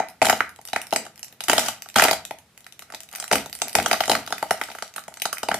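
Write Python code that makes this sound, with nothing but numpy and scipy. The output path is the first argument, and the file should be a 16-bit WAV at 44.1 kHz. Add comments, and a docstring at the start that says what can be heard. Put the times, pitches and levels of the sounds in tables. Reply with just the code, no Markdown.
"""Brittle fracture: a hollow chocolate figure in foil is crushed slowly under a sole on a tiled floor.
Each crack is a short burst of force that excites damped modes of floor, hollow, shell and foil.
Foil creases, crumbling and faint rustling fill the gaps by the same modal synthesis.
A small hard room answers with decaying noise, over steady room tone and hiss;
a close pair of microphones clips on the peaks."""
import sys
import numpy as np
from scipy import signal
from scipy.fft import rfft, irfft
from scipy.io import wavfile

SR = 44100
rng = np.random.default_rng(int(sys.argv[2]) if len(sys.argv) > 2 else 0)


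def dump_mix(stems):
    """Bounce the given channels to the path in sys.argv[1] as a 16-bit WAV at rate SR."""
    frames = np.atleast_2d(stems).T  # one column per channel
    limited = np.clip(frames, -1, 1)  # hard clip at full scale
    pcm = np.round(limited * 32767).astype(np.int16)
    wavfile.write(sys.argv[1], SR, pcm)


N = 246519   # length [samples]

# Shell cracks, with the relative drive of each part:
# (time [s], hollow level [dB], shell level [dB], shell pitch [Hz], foil level [dB])
CRACKS = [(0.0, -11, -19.5, 1730, -18.5), (0.2174, -6, -8, 2500, -10), (0.2252, -9.5, -11, 1520, -4),
          (0.2478, -23, -18, 1690, -6), (0.254, -21.5, -11.5, 2200, -3), (0.2673, -13.5, -20, 2250, -6.5),
          (0.2863, -15.5, -17, 1650, -10), (0.2973, -9.5, -7.5, 1840, 0), (0.3067, -24, -12, 1520, -14),
          (0.3271, -12, -15, 1900, -10.5), (0.406, -21.5, -8.5, 1680, -15),
          (0.589, -36.5, -40.5, 2070, -38.5), (0.686, -43, -40, 1550, -25),
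          (0.732, -18.5, -18.5, 2210, -12), (0.7617, -15.5, -11.5, 1880, -11),
          (0.926, -11, -20, 1450, -9.5), (0.9349, -26, -23, 1510, -12.5), (0.9612, -20.5, -12.5, 1920, -4),
          (1.0525, -38, -51, 1690, -31), (1.0652, -32.5, -34, 1330, -29), (1.4059, -33, -28, 1950, -13.5),
          (1.4382, -34.5, -35, 1920, -15), (1.4836, -21, -13.5, 1680, -4), (1.497, -13, -4.5, 2010, 2.5),
          (1.515, -24, -18, 1760, -8), (1.5321, -11.5, -7.5, 1980, -4.5), (1.5809, -13.5, -12, 1320, 0.5),
          (1.5938, -30, -21, 1860, -5.5), (1.662, -41, -35, 2110, -14), (1.6844, -21.5, -18, 1220, -8.5),
          (1.8599, -39.5, -35.5, 1270, -35), (1.9606, -10.5, -8.5, 1840, -4),
          (1.985, -14, -9.5, 1540, -1.5), (1.9968, -15, -3, 1950, -3), (2.0215, -9.5, -4, 2150, -3),
          (2.0387, -17, -7, 1940, -1.5), (2.0513, -11.5, -7, 2000, -12), (2.0837, -16.5, -13, 1990, -9),
          (2.093, -24, -9, 2000, -14), (2.1112, -10, -15, 2160, -1.5), (2.1306, -19, -16, 1760, -4.5),
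          (2.3091, -22.5, -23, 2040, -20.5), (2.6656, -48.5, -34.5, 2000, -28.5),
          (2.8222, -44, -32.5, 1640, -23), (2.9019, -42.5, -36, 1720, -31), (2.923, -39, -34, 1480, -26),
          (2.938, -32.5, -33, 1950, -32), (2.9472, -38.5, -26, 2360, -20), (3.1361, -37.5, -31, 1480, -27),
          (3.1578, -57, -25, 2460, -12.5), (3.184, -45, -30, 2100, -28), (3.2, -43, -30, 1590, -12.5),
          (3.225, -33, -25, 2010, -18), (3.2408, -42, -28, 1670, -17), (3.3143, -12, -13, 1570, -10),
          (3.3263, -10.5, -20, 2320, -1.5), (3.3317, -13, -11.5, 2060, -4.5),
          (3.3557, -17.5, -14, 1630, -3.5), (3.3825, -31, -20, 2260, -19), (3.46, -31, -33, 1550, -18.5),
          (3.618, -20, -17.5, 1530, -5), (3.6721, -36, -38, 1840, -45), (3.7524, -12, -5.5, 2240, -0.5),
          (3.7859, -12, -16, 1900, -14), (3.7996, -31, -14.5, 2360, -15), (3.8608, -18.5, -13, 1490, -4),
          (3.9132, -12.5, -11, 1870, -5), (3.93, -12.5, -10.5, 1630, -5), (3.9413, -24, -15.5, 1460, -23),
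          (4.0054, -11.5, -16.5, 1530, -6), (4.037, -34, -16, 2100, -16), (4.079, -20.5, -21.5, 1440, -15),
          (4.0966, -12, -11.5, 1490, -3.5), (4.1156, -11, -15, 1720, -0.5), (4.1327, -19.5, -19, 2240, -14),
          (4.1519, -23, -13, 1450, -9), (4.2757, -31.5, -25, 1630, -17), (4.3053, -28.5, -28, 1820, -22.5),
          (4.3249, -20, -16.5, 1650, -12), (4.381, -51, -24, 2350, -19), (4.4272, -16.5, -18, 1280, -18),
          (4.5089, -9.5, -5.5, 2020, -8), (4.6141, -23.5, -15.5, 1710, -12), (4.6874, -36, -32, 1460, -34),
          (4.7011, -34, -34, 1860, -25), (4.716, -37, -29, 2250, -25), (4.7504, -31.5, -27.5, 1420, -26),
          (4.786, -42, -30.5, 1650, -24), (4.8237, -25, -20.5, 1560, -16), (4.9619, -36, -30, 1710, -16),
          (4.981, -36, -24, 1350, -22), (5.081, -29.5, -35.5, 1730, -27.5), (5.123, -45, -43, 1500, -42),
          (5.172, -44, -38.5, 1850, -24.5), (5.2194, -32, -21.5, 2500, -4.5), (5.255, -19.5, -15, 1720, -7),
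          (5.3287, -34, -19, 1310, -8.5), (5.371, -54, -25, 2330, -45), (5.4318, -20, -16.5, 1610, -11.5),
          (5.4867, -12, -19.5, 1900, -12.5), (5.5152, -15.5, -14.5, 1490, -13.5),
          (5.5428, -19, -19, 1640, -8)]
# Creases of the foil on its own: (time [s], foil level [dB])
CREASES = [(0.0859, -23), (0.1, -33.5), (0.4931, -28), (0.561, -29.5), (0.6142, -28.5), (0.6525, -22),
           (0.675, -24), (0.6998, -30), (0.8166, -16.5), (0.8693, -23), (0.9084, -29), (0.9152, -28),
           (1.1584, -33), (1.1777, -28.5), (1.194, -26), (1.23, -17), (1.2456, -24), (1.2824, -31),
           (1.326, -28), (1.8218, -18.5), (1.888, -21), (1.9, -25), (1.9426, -23), (2.2516, -17.5),
           (2.3866, -29.5), (2.5766, -25.5), (2.606, -31.5), (2.644, -33), (2.7243, -28), (2.793, -22),
           (3.005, -22), (3.0336, -27), (3.0892, -27.5), (3.114, -32), (3.1281, -24.5), (3.151, -14.5),
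           (3.1694, -39), (3.2793, -19), (3.4973, -24.5), (3.5288, -15.5), (3.552, -16.5), (3.5889, -26),
           (3.6003, -24), (3.6828, -16.5), (3.6952, -22), (3.73, -21), (3.8274, -15.5), (3.8826, -14),
           (4.0569, -12.5), (4.264, -24), (4.6374, -15.5), (4.8784, -28), (4.9397, -29), (4.9936, -23.5),
           (5.0386, -29), (5.162, -36), (5.1408, -27), (5.1996, -24), (5.3828, -14.5)]
# Modes of floor and sole under the weight: (frequency [Hz], level [dB], decay time t60 [s])
THUD_MODES = [(68.5, -11.5, 0.043), (137, -8.5, 0.051), (169, -1, 0.025), (241.5, 1, 0.037),
              (356, 3.5, 0.015), (385, 7, 0.015), (480, 5, 0.014)]
# Modes of air and fragments under the sole:
# (frequency [Hz], level [dB], decay time t60 [s], left minus right [dB])
HOLLOW_MODES = [(643.6, -4, 0.024, 1.5), (739, 0, 0.017, 7), (855, -1, 0.017, 3.5)]
# Modes of the shell: (frequency [Hz], level [dB], decay time t60 [s], left minus right [dB])
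SHELL_MODES = [(1148, -5, 0.018, -12), (1438, 3.5, 0.0078, -7), (1812, -4.5, 0.018, -11),
               (1946, 2, 0.0086, 4), (2494, -4, 0.011, -7.5)]
# Spells of crumbling and faint rustling; the first is the dying ring of a crack before the start.
# Levels are those before the offsets in crumbs():
# (start [s], hold [s], foil level [dB], shell and hollow level [dB], thud level [dB])
SPELLS = [(0.001, 0.011, -55, -37.5, -46), (0.22, 0.15, -36, -50, -27.5), (0.65, .25, -71, -63, -68),
          (0.921, .12, -49, -56, -33.5), (1.16, 0.17, -70, -67, -78), (1.406, .07, -61, -55.5, -64),
          (1.482, 0.18, -29, -35.5, -24), (1.957, 0.088, -20.5, -24.5, -24), (2.797, .25, -66, -65, -80),
          (3.12, 0.13, -52, -52, -72), (3.309, 0.05, -31, -41, -22), (3.44, .16, -56, -66, -64),
          (3.614, 0.077, -52, -51, -39), (3.745, 0.3, -37, -46, -23.5), (4.091, 0.058, -30.5, -36, -22),
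          (4.295, 0.46, -45, -61, -43), (4.615, 0.25, -51, -70, -60), (4.951, 0.031, -55, -54, -56),
          (5.13, 0.19, -64, -74, -73), (5.503, 0.078, -49, -56, -36)]
# Reverberation of the room: (frequency [Hz], decay time t60 [s], level [dB])
ROOM_BANDS = [(99.5, 1, -8.5), (297, 0.22, -6.5), (756, 0.28, -9), (1974, 0.28, -5.5), (5070, 0.24, -4.5),
              (13000, 0.15, -3)]
# Spectrum of room tone and hiss: (frequency [Hz], relative density [dB per Hz])
HUSH_SPECTRUM = [(40, -14), (60, 0), (210, -1), (300, -6), (900, -10), (2500, -13), (6000, -17),
                 (16000, -20)]

# How faintly a crease stirs the body, relative to its foil level, and the shell pitch it favours
CREASE_HOLLOW_DB, CREASE_SHELL_DB, CREASE_SHELL_HZ = -29.5, -20, 2320
# Foil pitch when hollow and foil levels are alike, its rise as the hollow takes less part, its spread
FOIL_HZ, FOIL_OCTAVES_PER_DB, FOIL_CHANCE_OCTAVES = 5000, .024, .08
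FOIL_CYCLES = 9   # a foil mode falls 60 dB in this many cycles
BODY_CHANCE_DB, FOIL_CHANCE_DB = 1.5, 1.5   # spread of a mode's strength from blow to blow
TEAR_S, CREASE_S = .0025, .0012   # burst time constants: crack with foil at -42.5 dB, crease
SETTLE_DB_PER_S, THUD_FADE_DB_PER_S = 196, 93
APART_HZ = 2070   # well above this the two channels of noise are unrelated
SCATTER_HZ = 3520   # above this the foil sends unlike sound to the two sides of the room
HUSH_DB = -66.5
DIP_HZ, DIP_Q = 1032, 21
CUTOFF_HZ = 16250   # stopband edge of the final low-pass


def cracks():
    """Brittle fracture: cracks and creases release bursts; stronger cracks tear on a little longer."""
    creases = [(s, db + CREASE_HOLLOW_DB, db + CREASE_SHELL_DB, CREASE_SHELL_HZ, db)
               for s, db in CREASES]
    s, hollow_db, shell_db, shell_hz, foil_db = np.transpose(CRACKS + creases)
    octaves = FOIL_OCTAVES_PER_DB * (foil_db - hollow_db)
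    octaves = octaves + rng.normal(0, FOIL_CHANCE_OCTAVES, len(s))
    foil_hz = FOIL_HZ * 2 ** octaves
    last_s = TEAR_S * from_db(0.079 * (foil_db + 42.5))
    last_s[len(CRACKS):] = CREASE_S
    start_s = s - .0003   # bursts start slightly ahead of the listed times
    thud_db = hollow_db - 22
    return breaking(start_s, thud_db, hollow_db, shell_db, shell_hz, foil_db, foil_hz, last_s, size=256)


def breaking(s, thud_db, hollow_db, shell_db, shell_hz, foil_db, foil_hz, last_s, size):
    """Modal superposition: every fracture drives floor, hollow, shell and foil modes.
    Neighbouring modes swing in opposite senses, so no gaps open between them."""
    count = len(s)
    places, bursts = fractures(s, last_s, size)
    # the stiff parts feel one short blow, of one sign and unit impulse
    at, blows = fractures(s, last_s * 0.075, size=24)
    blows = np.abs(blows) / np.sum(np.abs(blows), axis=1, keepdims=True)
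    blows = blows * rng.choice([-1, 1], (count, 1))
    late = at + round(0.001165 * SR)   # floor and hollow speak just after the snap
    out = thud(late, blows, thud_db) + hollow(late, blows, hollow_db)
    out = out + shell(at, blows, shell_db, shell_hz)
    other_bursts = fractures(s, last_s, size)[1]
    return out + foil(places, bursts, other_bursts, foil_db, foil_hz)


def fractures(s, last_s, size):
    """Impulsive release: each burst of uneven force decays exponentially and has energy 1."""
    t = np.arange(size) / SR
    bursts = rng.laplace(size=(len(s), size)) * np.exp(-t / last_s[:, None])
    places = np.round(np.maximum(s, 0) * SR).astype(int)[:, None] + np.arange(size)
    return places.ravel(), bursts / np.sqrt(np.sum(bursts ** 2, axis=1, keepdims=True))


def strike(places, bursts, gains):
    """Superposition of forces: scaled bursts add at their sample places."""
    return np.bincount(places, (bursts * gains[:, None]).ravel(), N + 512)[:N]


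def ring(force, hz, t60):
    """Damped resonance: a unit click rings at a height near 1; steady force radiates nothing."""
    r, w = from_db(-60 / (t60 * SR)), 2 * np.pi * hz / SR
    return signal.lfilter([.5, 0, -.5], [1, -2 * r * np.cos(w), r * r], force + 1e-18)


def near(hz, pitch_hz, octaves):
    """Selective excitation: a mode weakens [dB] with the square of its distance from the pitch."""
    return -6 * (np.log2(hz / pitch_hz) / octaves) ** 2


def pan(pan_db):
    """Intensity stereophony: a level difference is shared between left and right."""
    return from_db([[pan_db / 2], [-pan_db / 2]])


def hollow(places, blows, level_db):
    """Enclosed resonance: air and fragments under the sole ring at a few low modes."""
    out = np.zeros((2, N))
    for k, (hz, db, t60, pan_db) in enumerate(HOLLOW_MODES):
        gains = from_db(level_db + db + rng.normal(0, BODY_CHANCE_DB, len(blows)))
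        out += (-1) ** k * ring(strike(places, blows, gains), hz, t60) * pan(pan_db)
    return out


def shell(places, blows, level_db, pitch_hz):
    """Plate vibration: fragments ring most strongly in the shell modes near their own pitch."""
    out = np.zeros((2, N))
    for k, (hz, db, t60, pan_db) in enumerate(SHELL_MODES):
        chance_db = rng.normal(0, BODY_CHANCE_DB, len(blows))
        gains = from_db(level_db + db + near(hz, pitch_hz, 0.52) + chance_db)
        out += (-1) ** k * ring(strike(places, blows, gains), hz, t60) * pan(pan_db)
    return out


def foil(places, bursts, other_bursts, level_db, pitch_hz):
    """Thin-sheet radiation: damped high modes, radiated more unevenly to the sides as pitch rises."""
    out = np.zeros((2, N))
    for k, hz in enumerate(np.geomspace(2950, 15000, 16)):
        chance_db = rng.normal(0, FOIL_CHANCE_DB, len(bursts))
        gains = from_db(level_db - 3.2 + near(hz, pitch_hz, 1.22) + chance_db)
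        mid, side = strike(places, bursts, gains), strike(places, other_bursts, gains)
        spread = 0.99 * (hz / 6000) ** 0.8
        force = np.array([mid + spread * side, mid - spread * side])
        out += (-1) ** k * ring(force, hz, FOIL_CYCLES / hz)
    return out


def thud(places, blows, level_db):
    """Impact response: floor and sole ring at low modes, equally in both channels."""
    out = np.zeros((2, N))
    for k, (hz, db, t60) in enumerate(THUD_MODES):
        gains = from_db(level_db + db + rng.normal(0, 2 * BODY_CHANCE_DB, len(blows)))
        out += (-1) ** k * ring(strike(places, blows, gains), hz, t60)
    return out


def crumbs(count=10000, uneven_db=3.5):
    """Random granular excitation: many small bursts of random pitch, few large and many faint."""
    s, faint, body, shell_chance, foil_chance = rng.random((count, 5)).T
    s = s * (N - 1) / SR
    foil_db, body_db, thud_db = crumbling(s) - uneven_db * np.log(faint + .01)
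    hollow_db = body_db + 12 * (body - .5) - 15
    shell_hz, foil_hz = 1200 * 2.2 ** shell_chance, 3200 * 4.2 ** foil_chance
    last_s = np.full(count, .0005)
    return breaking(s, thud_db - 25.0, hollow_db, hollow_db - .1, shell_hz, foil_db - 4, foil_hz,
                    last_s, size=32)


def crumbling(s):
    """Exponential decay: in each spell foil, body and thud levels [dB] start at once, hold, then settle.
    The thud also fades from the start; the highest level of all spells prevails."""
    start, hold, *peaks = np.transpose(SPELLS)[:, :, None]
    since = s - start
    settle = SETTLE_DB_PER_S * np.maximum(since - hold, 0)
    losses = np.array([settle, settle, settle + THUD_FADE_DB_PER_S * since])
    return np.where(since >= 0, peaks - losses, -200).max(axis=1)


def room(x):
    """Reverberation: dense reflections decay band by band, with differing tails in the two channels."""
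    size, gap = SR // 2, round(.003 * SR)
    hz, t60, db = np.transpose(ROOM_BANDS)
    white = [irfft(pair_noise(size), size) for turn in range(2)]   # neighbouring bands alternate
    t = np.arange(size) / SR
    tail, edges = np.zeros((2, size)), 50 * 2 ** np.arange(0, 8.6, .5)   # half-octave bands
    for k, (low, high) in enumerate(zip(edges, edges[1:])):
        centre = np.sqrt(low * high)
        band_pass = signal.butter(2, [low, high], "band", fs=SR, output="sos")
        band = signal.sosfilt(band_pass, white[k % 2])
        decay = from_db(-60 * t / at_hz(centre, hz, t60))
        tail += from_db(at_hz(centre, hz, db)) * band * decay / np.sqrt(2 * np.sum(decay ** 2))
    # the room receives one common bass and a separate treble on each side
    mid = x.mean(axis=0)
    treble = signal.butter(4, SCATTER_HZ, "high", fs=SR, output="sos")
    sent = mid + signal.sosfilt(treble, x - mid)
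    wet = signal.fftconvolve(tail, sent, axes=1)
    return np.pad(wet, ((0, 0), (gap, 0)))[:, :N]


def hush():
    """Stationary noise: shaped room tone and microphone hiss."""
    hz, db = np.transpose(HUSH_SPECTRUM)
    shape = from_db(at_hz(np.fft.rfftfreq(N, 1 / SR), hz, db))
    noise = irfft(pair_noise(N) * shape, N)
    return from_db(HUSH_DB) * noise / np.std(noise)


def pair_noise(size):
    """Spatial coherence: stereo noise spectra are alike in the bass and unrelated in the treble."""
    mid, side = rfft(rng.standard_normal((2, size)))
    alike = 1 / (1 + (np.fft.rfftfreq(size, 1 / SR) / APART_HZ) ** 2)
    return np.sqrt(1 + alike) * mid + np.sqrt(1 - alike) * side * [[1], [-1]]


def from_db(db):
    """Logarithmic level: decibels become an amplitude ratio."""
    return 10 ** (np.asarray(db) / 20)


def at_hz(hz, points_hz, values):
    """Logarithmic frequency: values are interpolated along a log-frequency axis."""
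    return np.interp(np.log(np.maximum(hz, 1)), np.log(points_hz), values)


def scene():
    """Superposition of direct, reflected and steady sound; the left path is one sample longer."""
    direct = cracks() + crumbs()
    direct[0] = np.roll(direct[0], 1)
    return direct + room(direct) + hush()


def record(dry):
    """Transduction: the housing makes a dip near 1 kHz, band edges roll off and peaks clip hard."""
    notched = signal.lfilter(*signal.iirnotch(DIP_HZ, DIP_Q, fs=SR), dry)
    heard = notched * 1.524 + dry * 0.94   # the unnotched share keeps the dip shallow
    heard = signal.sosfilt(signal.butter(4, 13300, fs=SR, output="sos"), heard)
    heard = signal.sosfilt(signal.butter(2, 60, "high", fs=SR, output="sos"), heard)
    clipped = np.clip(heard, -1, 1)
    return signal.sosfilt(signal.cheby2(12, 60, CUTOFF_HZ, fs=SR, output="sos"), clipped)


dry = scene()
out = record(dry)
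dump_mix(out)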